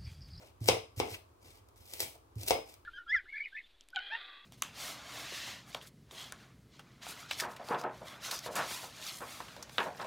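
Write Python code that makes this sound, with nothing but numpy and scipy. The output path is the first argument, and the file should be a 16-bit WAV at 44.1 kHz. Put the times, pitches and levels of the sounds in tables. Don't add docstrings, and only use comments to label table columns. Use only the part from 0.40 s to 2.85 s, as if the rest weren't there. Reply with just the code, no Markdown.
import sys
import numpy as np
from scipy import signal
from scipy.fft import rfft, irfft
from scipy.io import wavfile
from scipy.ndimage import uniform_filter1d

SR = 44100
rng = np.random.default_rng(int(sys.argv[2]) if len(sys.argv) > 2 else 0)


def wrap_up_sound(samples):
    columns = np.atleast_2d(samples).T
    tamed = np.clip(columns, -1, 1)
    steps = np.round(tamed * 32767).astype(np.int16)
    wavfile.write(sys.argv[1], SR, steps)


N = 108045

# (time [s], level [dB], treble tilt [dB per octave], board note [Hz],
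# note level [dB], overtone level [dB], blade ring level [dB])
KNOCKS = [(0.2874, 0, 0, 505, -10, -18, -6), (0.6007, -8, -2.3, 438, -8, -10, -4),
          (2.1077, -7, 0, 530, -4, -5, 9), (1.627, -33, 0, 480, -2, -4, 9)]
# (frequency [Hz], level [dB])
CLICK_TONE = [(25, -64.5), (130, -20), (290, -3.5), (500, 5), (1050, -0.5), (1500, -10.5), (1850, -12.5),
              (2100, 1), (3800, -0.5), (4450, -5.5), (5200, 2), (7300, -10), (8300, -7.5), (10000, -10),
              (16000, -28)]
CLICK_DB, CHATTER_DB, CHATTER_S = 11.5, -6, .002
NOTE_T60_S, OVERTONE_HZ, OVERTONE_T60_S = 0.015, 683, 0.016
BOARD_RISE_S = 0.0012
# (frequency [Hz], level before each knock's own [dB], T60 [s])
BLADE_MODES = [(2222, -35.5, .07), (2490, -47.5, 0.18), (5070, -47, 0.39)]

# (time [s], level [dB])
CUTS = [
    [(0.204, -62.5), (0.222, -57), (0.268, -49), (0.286, -30), (0.3, -86)],
    [(0.562, -60), (0.578, -46.5), (0.59, -46), (0.6, -37), (0.612, -77)],
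    [(1.36, -67), (1.44, -64.5), (1.48, -57), (1.585, -54), (1.604, -38.5), (1.632, -35.5), (1.655, -52),
     (1.76, -64)],
    [(1.955, -74), (1.99, -58), (2.022, -46), (2.056, -56), (2.072, -47), (2.082, -28), (2.094, -56.5),
     (2.112, -31), (2.135, -70)],
]
# (time [s], level before SNAP_DB [dB])
SNAPS = [(0.2847, -3), (1.287, -34), (1.5949, -14.5), (1.6059, -5), (1.9558, -32), (2.0748, -14),
         (2.0842, -3.5), (2.0986, -3), (2.288, -28), (2.34, -24), (0.2587, -12.5), (1.5363, -9),
         (1.6034, 0.5)]
SNAP_DB, SNAP_S = -3, 0.0018
# (frequency [Hz], level [dB])
CRUNCH_TONE = [(30, -44), (300, -7), (700, -3), (1100, -15.5), (1750, -14), (2100, -4), (3500, -5.5),
               (4400, -3.5), (5200, -2.5), (7200, -7), (8300, -1), (10500, -5.5), (12500, -8),
               (16000, -3.5)]
CELLS_PER_S, CELL_SPREAD_DB = 4000, 0.5
CLUMP_S, CLUMP_DB = .006, 3

# (start [s], length [s], level [dB], treble tilt [dB per octave])
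SLIDES = [(-0.04, 0.15, -65.5, -3.5), (0.628, 0.15, -54.5, -3.5), (0.694, 0.066, -48.5, -1.5),
          (1.004, 0.2, -64, -2), (2.256, 0.098, -61, -1.5)]
STROKE_ARCH = 0.45

# (time [s], level [dB], pitch factor)
THUDS = [(0.211, 1.5, 0.97), (0.29, 0.5, 1), (0.5725, -1.5, .93), (1.405, -20.5, 0.75), (1.96, 0, 0.94)]
# (frequency before the pitch factor [Hz], level [dB], T60 [s])
WORKTOP_MODES = [(113.2, -32.5, 0.28), (117, -28, 0.058), (93.7, -44, 0.49)]
THUD_RISE_S, RATTLE_DEPTH = 0.01, 0.19
# (lowest [Hz], highest [Hz])
RATTLE_HZ = (110, 230)
# (start [s], length [s], level [dB])
DRAGS = [(0.235, 0.05, -48), (0.62, 0.15, -50), (1.98, 0.11, -52), (1.02, 0.08, -60), (1.6, 0.09, -57)]
# (frequency [Hz], level [dB])
SHUDDER_TONE = [(35, -34.5), (95, 3), (160, -20.5), (300, -15.5), (600, -29), (12000, -75)]

# (time [s], half the swell or fade time constant [s], level [dB], resonance [Hz])
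SCUFFS = [(0.031, .007, -52, 570), (0.747, .0025, -39, 2520), (1.759, .006, -56, 650)]
SCUFF_Q, SCUFF_WET = 5, .2

# (delay [s], gain)
ECHOES = [
    [(.0022, 0.33), (.0046, 0.23)],
    [(.006, 0.25), (.0098, 0.32)],
]
# (delay [s], level [dB])
FAR_WALLS = [(.046, -14), (.081, -18)]
# (frequency [Hz], T60 [s])
ROOM_T60 = [(100, 0.28), (700, 0.3), (2000, 0.31), (5000, 0.31), (13000, .28)]
# (frequency [Hz], level [dB])
TAIL_TONE = [(80, 12), (200, 1.5), (450, 1.5), (2500, 1), (6000, -5.5), (15000, -2.5)]
ROOM_DB, ROOM_ONSET_S = -0.5, 0.00043
# (frequency [Hz], level [dB])
ROOM_MODES = [(311, -57), (446, -47.5), (560, -62), (643, -56), (881, -58)]
MODE_T60_S, MODE_BUILD_S = 0.3, 0.036
RIGHT_LAG_S = .00016
TAIL_CYCLES_PER_S = 25

# (frequency [Hz], level [dB per Hz])
FLOOR_TONE = [(20, -31), (52, -2.5), (100, 0), (170, -23), (320, -11), (700, -16), (1150, -15), (1800, -30),
              (7000, -36), (15500, -38.5)]
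FLOOR_DB = -62.5
# (frequency [Hz], correlation)
LIKENESS = [(100, 0.84), (300, .8), (600, -0.39), (1100, -0.23), (3000, -0.021)]

# (frequency [Hz], difference [dB])
BALANCE = [(110, -2), (300, 3), (1000, -1), (2300, 5), (5000, 3), (12000, -1)]
LOW_CUT_HZ, HIGH_CUT_HZ, CEILING = 42, 15900, .95


def knock(db, tilt, note_hz, note_db, overtone_db, blade_db):
    click = amp(CLICK_DB) * colour(burst(CHATTER_S, amp(-CHATTER_DB)), CLICK_TONE, tilt)
    modes = [(note_hz, note_db, NOTE_T60_S), (OVERTONE_HZ, overtone_db, OVERTONE_T60_S)]
    rise = 1 - np.exp(-np.arange(SR // 2) / SR / BOARD_RISE_S)
    board = -ring(modes) * rise
    blade = amp(blade_db) * ring(BLADE_MODES)
    return amp(db) * (click + board + blade)


def crunch():
    t, snaps = np.arange(N) / SR, np.zeros(N)
    signs = rng.choice([-1, 1], N)
    sizes = amp(CELL_SPREAD_DB * np.minimum(rng.exponential(1, N), 4))
    bursting = rng.random(N) < CELLS_PER_S / SR
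    cells = signs * sizes * bursting
    level = sum(amp(np.interp(t, *np.transpose(cut), left=-200, right=-200)) for cut in CUTS)
    for s, db in SNAPS:
        add(snaps, s, amp(SNAP_DB + db) * burst(SNAP_S))
    crackle = cells * level * clumps() / np.std(colour(cells, CRUNCH_TONE))
    return colour(crackle + snaps, CRUNCH_TONE)


def slides():
    out = np.zeros(N)
    for s, length, db, tilt in SLIDES:
        add(out, s, stroke(CRUNCH_TONE, length, db, tilt))
    return out


def clumps():
    wander = unit(uniform_filter1d(rng.standard_normal(N), round(CLUMP_S * SR)))
    return unit(amp(CLUMP_DB * wander))


def thuds():
    out, t = np.zeros(N), np.arange(SR // 2) / SR
    rise = 1 - np.exp(-t / THUD_RISE_S)
    for s, db, pitch in THUDS:
        add(out, s, -amp(db) * rise * ring(WORKTOP_MODES, pitch))
    band = signal.butter(2, RATTLE_HZ, "bandpass", fs=SR, output="sos")
    rattle = signal.sosfilt(band, rng.standard_normal(N))
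    out *= 1 + RATTLE_DEPTH * unit(rattle)
    for s, length, db in DRAGS:
        add(out, s, stroke(SHUDDER_TONE, length, db))
    return out


def scuffs():
    out, t = np.zeros(N), np.arange(N) / SR
    for s, half, db, hz in SCUFFS:
        resonance = signal.iirpeak(hz, SCUFF_Q, SR)
        rasp = unit(signal.lfilter(*resonance, rng.standard_normal(N)))
        out += amp(db) * rasp * np.exp(-abs(t - s) / half / 2)
    return out


def stroke(points, length, db, tilt=0):
    noise = unit(colour(rng.standard_normal(SR // 2), points, tilt))[:int(length * SR)]
    arch = np.sin(np.pi * np.arange(len(noise)) / len(noise)) ** STROKE_ARCH
    return amp(db) * noise * arch


def kitchen(sound, wet=1):
    t, heard = np.arange(SR // 2) / SR, []
    hz, when, z = signal.stft(diffuse(len(t)), SR, nperseg=256)
    dying = amp(-60 * when / read(ROOM_T60, hz)[:, None])
    tails = signal.istft(z * dying, SR, nperseg=256)[1][:, :len(t)]
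    tails = tails * (1 - np.exp(-(t / ROOM_ONSET_S) ** 2))
    dull = np.hanning(32) / np.hanning(32).sum()
    build = 1 - np.exp(-t / MODE_BUILD_S)
    standing = ring([(f, db, MODE_T60_S) for f, db in ROOM_MODES]) * build
    for channel, tail in enumerate(tails):
        tail = colour(tail / np.linalg.norm(tail), TAIL_TONE)
        response = wet * amp(ROOM_DB) * tail + standing
        response[round(channel * RIGHT_LAG_S * SR)] += 1
        for delay, gain in ECHOES[channel]:
            response[round(delay * SR)] += gain
        for delay, db in FAR_WALLS:
            add(response, delay, amp(db) * dull)
        heard.append(signal.fftconvolve(sound, response)[:N])
    return np.array(heard)


def room_tone():
    gain = amp(read(FLOOR_TONE, np.fft.rfftfreq(N, 1 / SR)))
    return amp(FLOOR_DB) * unit(irfft(rfft(diffuse(N)) * gain, N))


def diffuse(size):
    a, b = rfft(rng.standard_normal((2, size)))
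    same = np.clip(read(LIKENESS, np.fft.rfftfreq(size, 1 / SR)), -1, 1)
    return irfft(np.array([a, same * a + np.sqrt(1 - same ** 2) * b]), size)


def burst(decay_s, lead=0):
    t = np.arange(SR // 2) / SR
    x = rng.standard_normal(len(t)) * np.exp(-t / decay_s)
    x[0] += lead * np.linalg.norm(x)
    fade = np.exp(-(t / decay_s / np.pi / 2) ** 2)
    for _ in range(10):
        even = irfft(np.exp(1j * np.angle(rfft(x))), len(t))
        x = even * fade
    return x / np.linalg.norm(x)


def ring(modes, pitch=1):
    t = np.arange(SR // 2) / SR
    return sum(amp(db - 60 * t / t60) * np.sin(2 * np.pi * hz * pitch * t) for hz, db, t60 in modes)


def colour(x, points, tilt=0, size=4096):
    hz = abs(np.fft.fftfreq(size, 1 / SR))
    octaves = np.log2(np.maximum(hz / 1000, 1))
    log_gain = np.log(amp(read(points, hz) + tilt * octaves))
    taps = np.fft.ifft(np.exp(np.conj(signal.hilbert(log_gain)))).real
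    return signal.fftconvolve(x, taps[:size // 2])[:len(x)]


def amp(db):
    return 10 ** (np.asarray(db) / 20)


def unit(x):
    return x / np.sqrt(np.mean(x ** 2) + 1e-20)


def read(points, hz):
    f, value = np.transpose(points)
    return np.interp(np.log(hz + 1), np.log(f + 1), value)


def add(mix, s, sound):
    at = round(s * SR)
    sound = sound[max(-at, 0):]
    part = mix[max(at, 0):][:len(sound)]
    part += sound[:len(part)]


def scene():
    onion = crunch() + slides() * clumps()
    out = thuds() + room_tone() + kitchen(scuffs(), SCUFF_WET)
    turn = np.arange(N) / SR * TAIL_CYCLES_PER_S
    for tail in range(4):
        away = np.minimum(abs((4 * turn + tail) % 4 - 2), 1)
        out += kitchen(onion * np.cos(np.pi / 2 * away))
    for s, *blow in KNOCKS:
        for side, sound in zip(out, kitchen(knock(*blow))):
            add(side, s, sound)
    return out


def record(dry):
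    low_cut = signal.butter(2, LOW_CUT_HZ, "highpass", fs=SR, output="sos")
    dry = signal.sosfilt(low_cut, dry)
    balance = read(BALANCE, np.fft.rfftfreq(N, 1 / SR))
    balanced = irfft(rfft(dry) * amp([balance / 2, -balance / 2]), N)
    wave = CEILING * np.tanh(balanced / CEILING)
    high_cut = signal.firwin(511, HIGH_CUT_HZ, window=("kaiser", 9), fs=SR)
    return signal.oaconvolve(wave, high_cut[None], "same")


dry = scene()
out = record(dry)
wrap_up_sound(out)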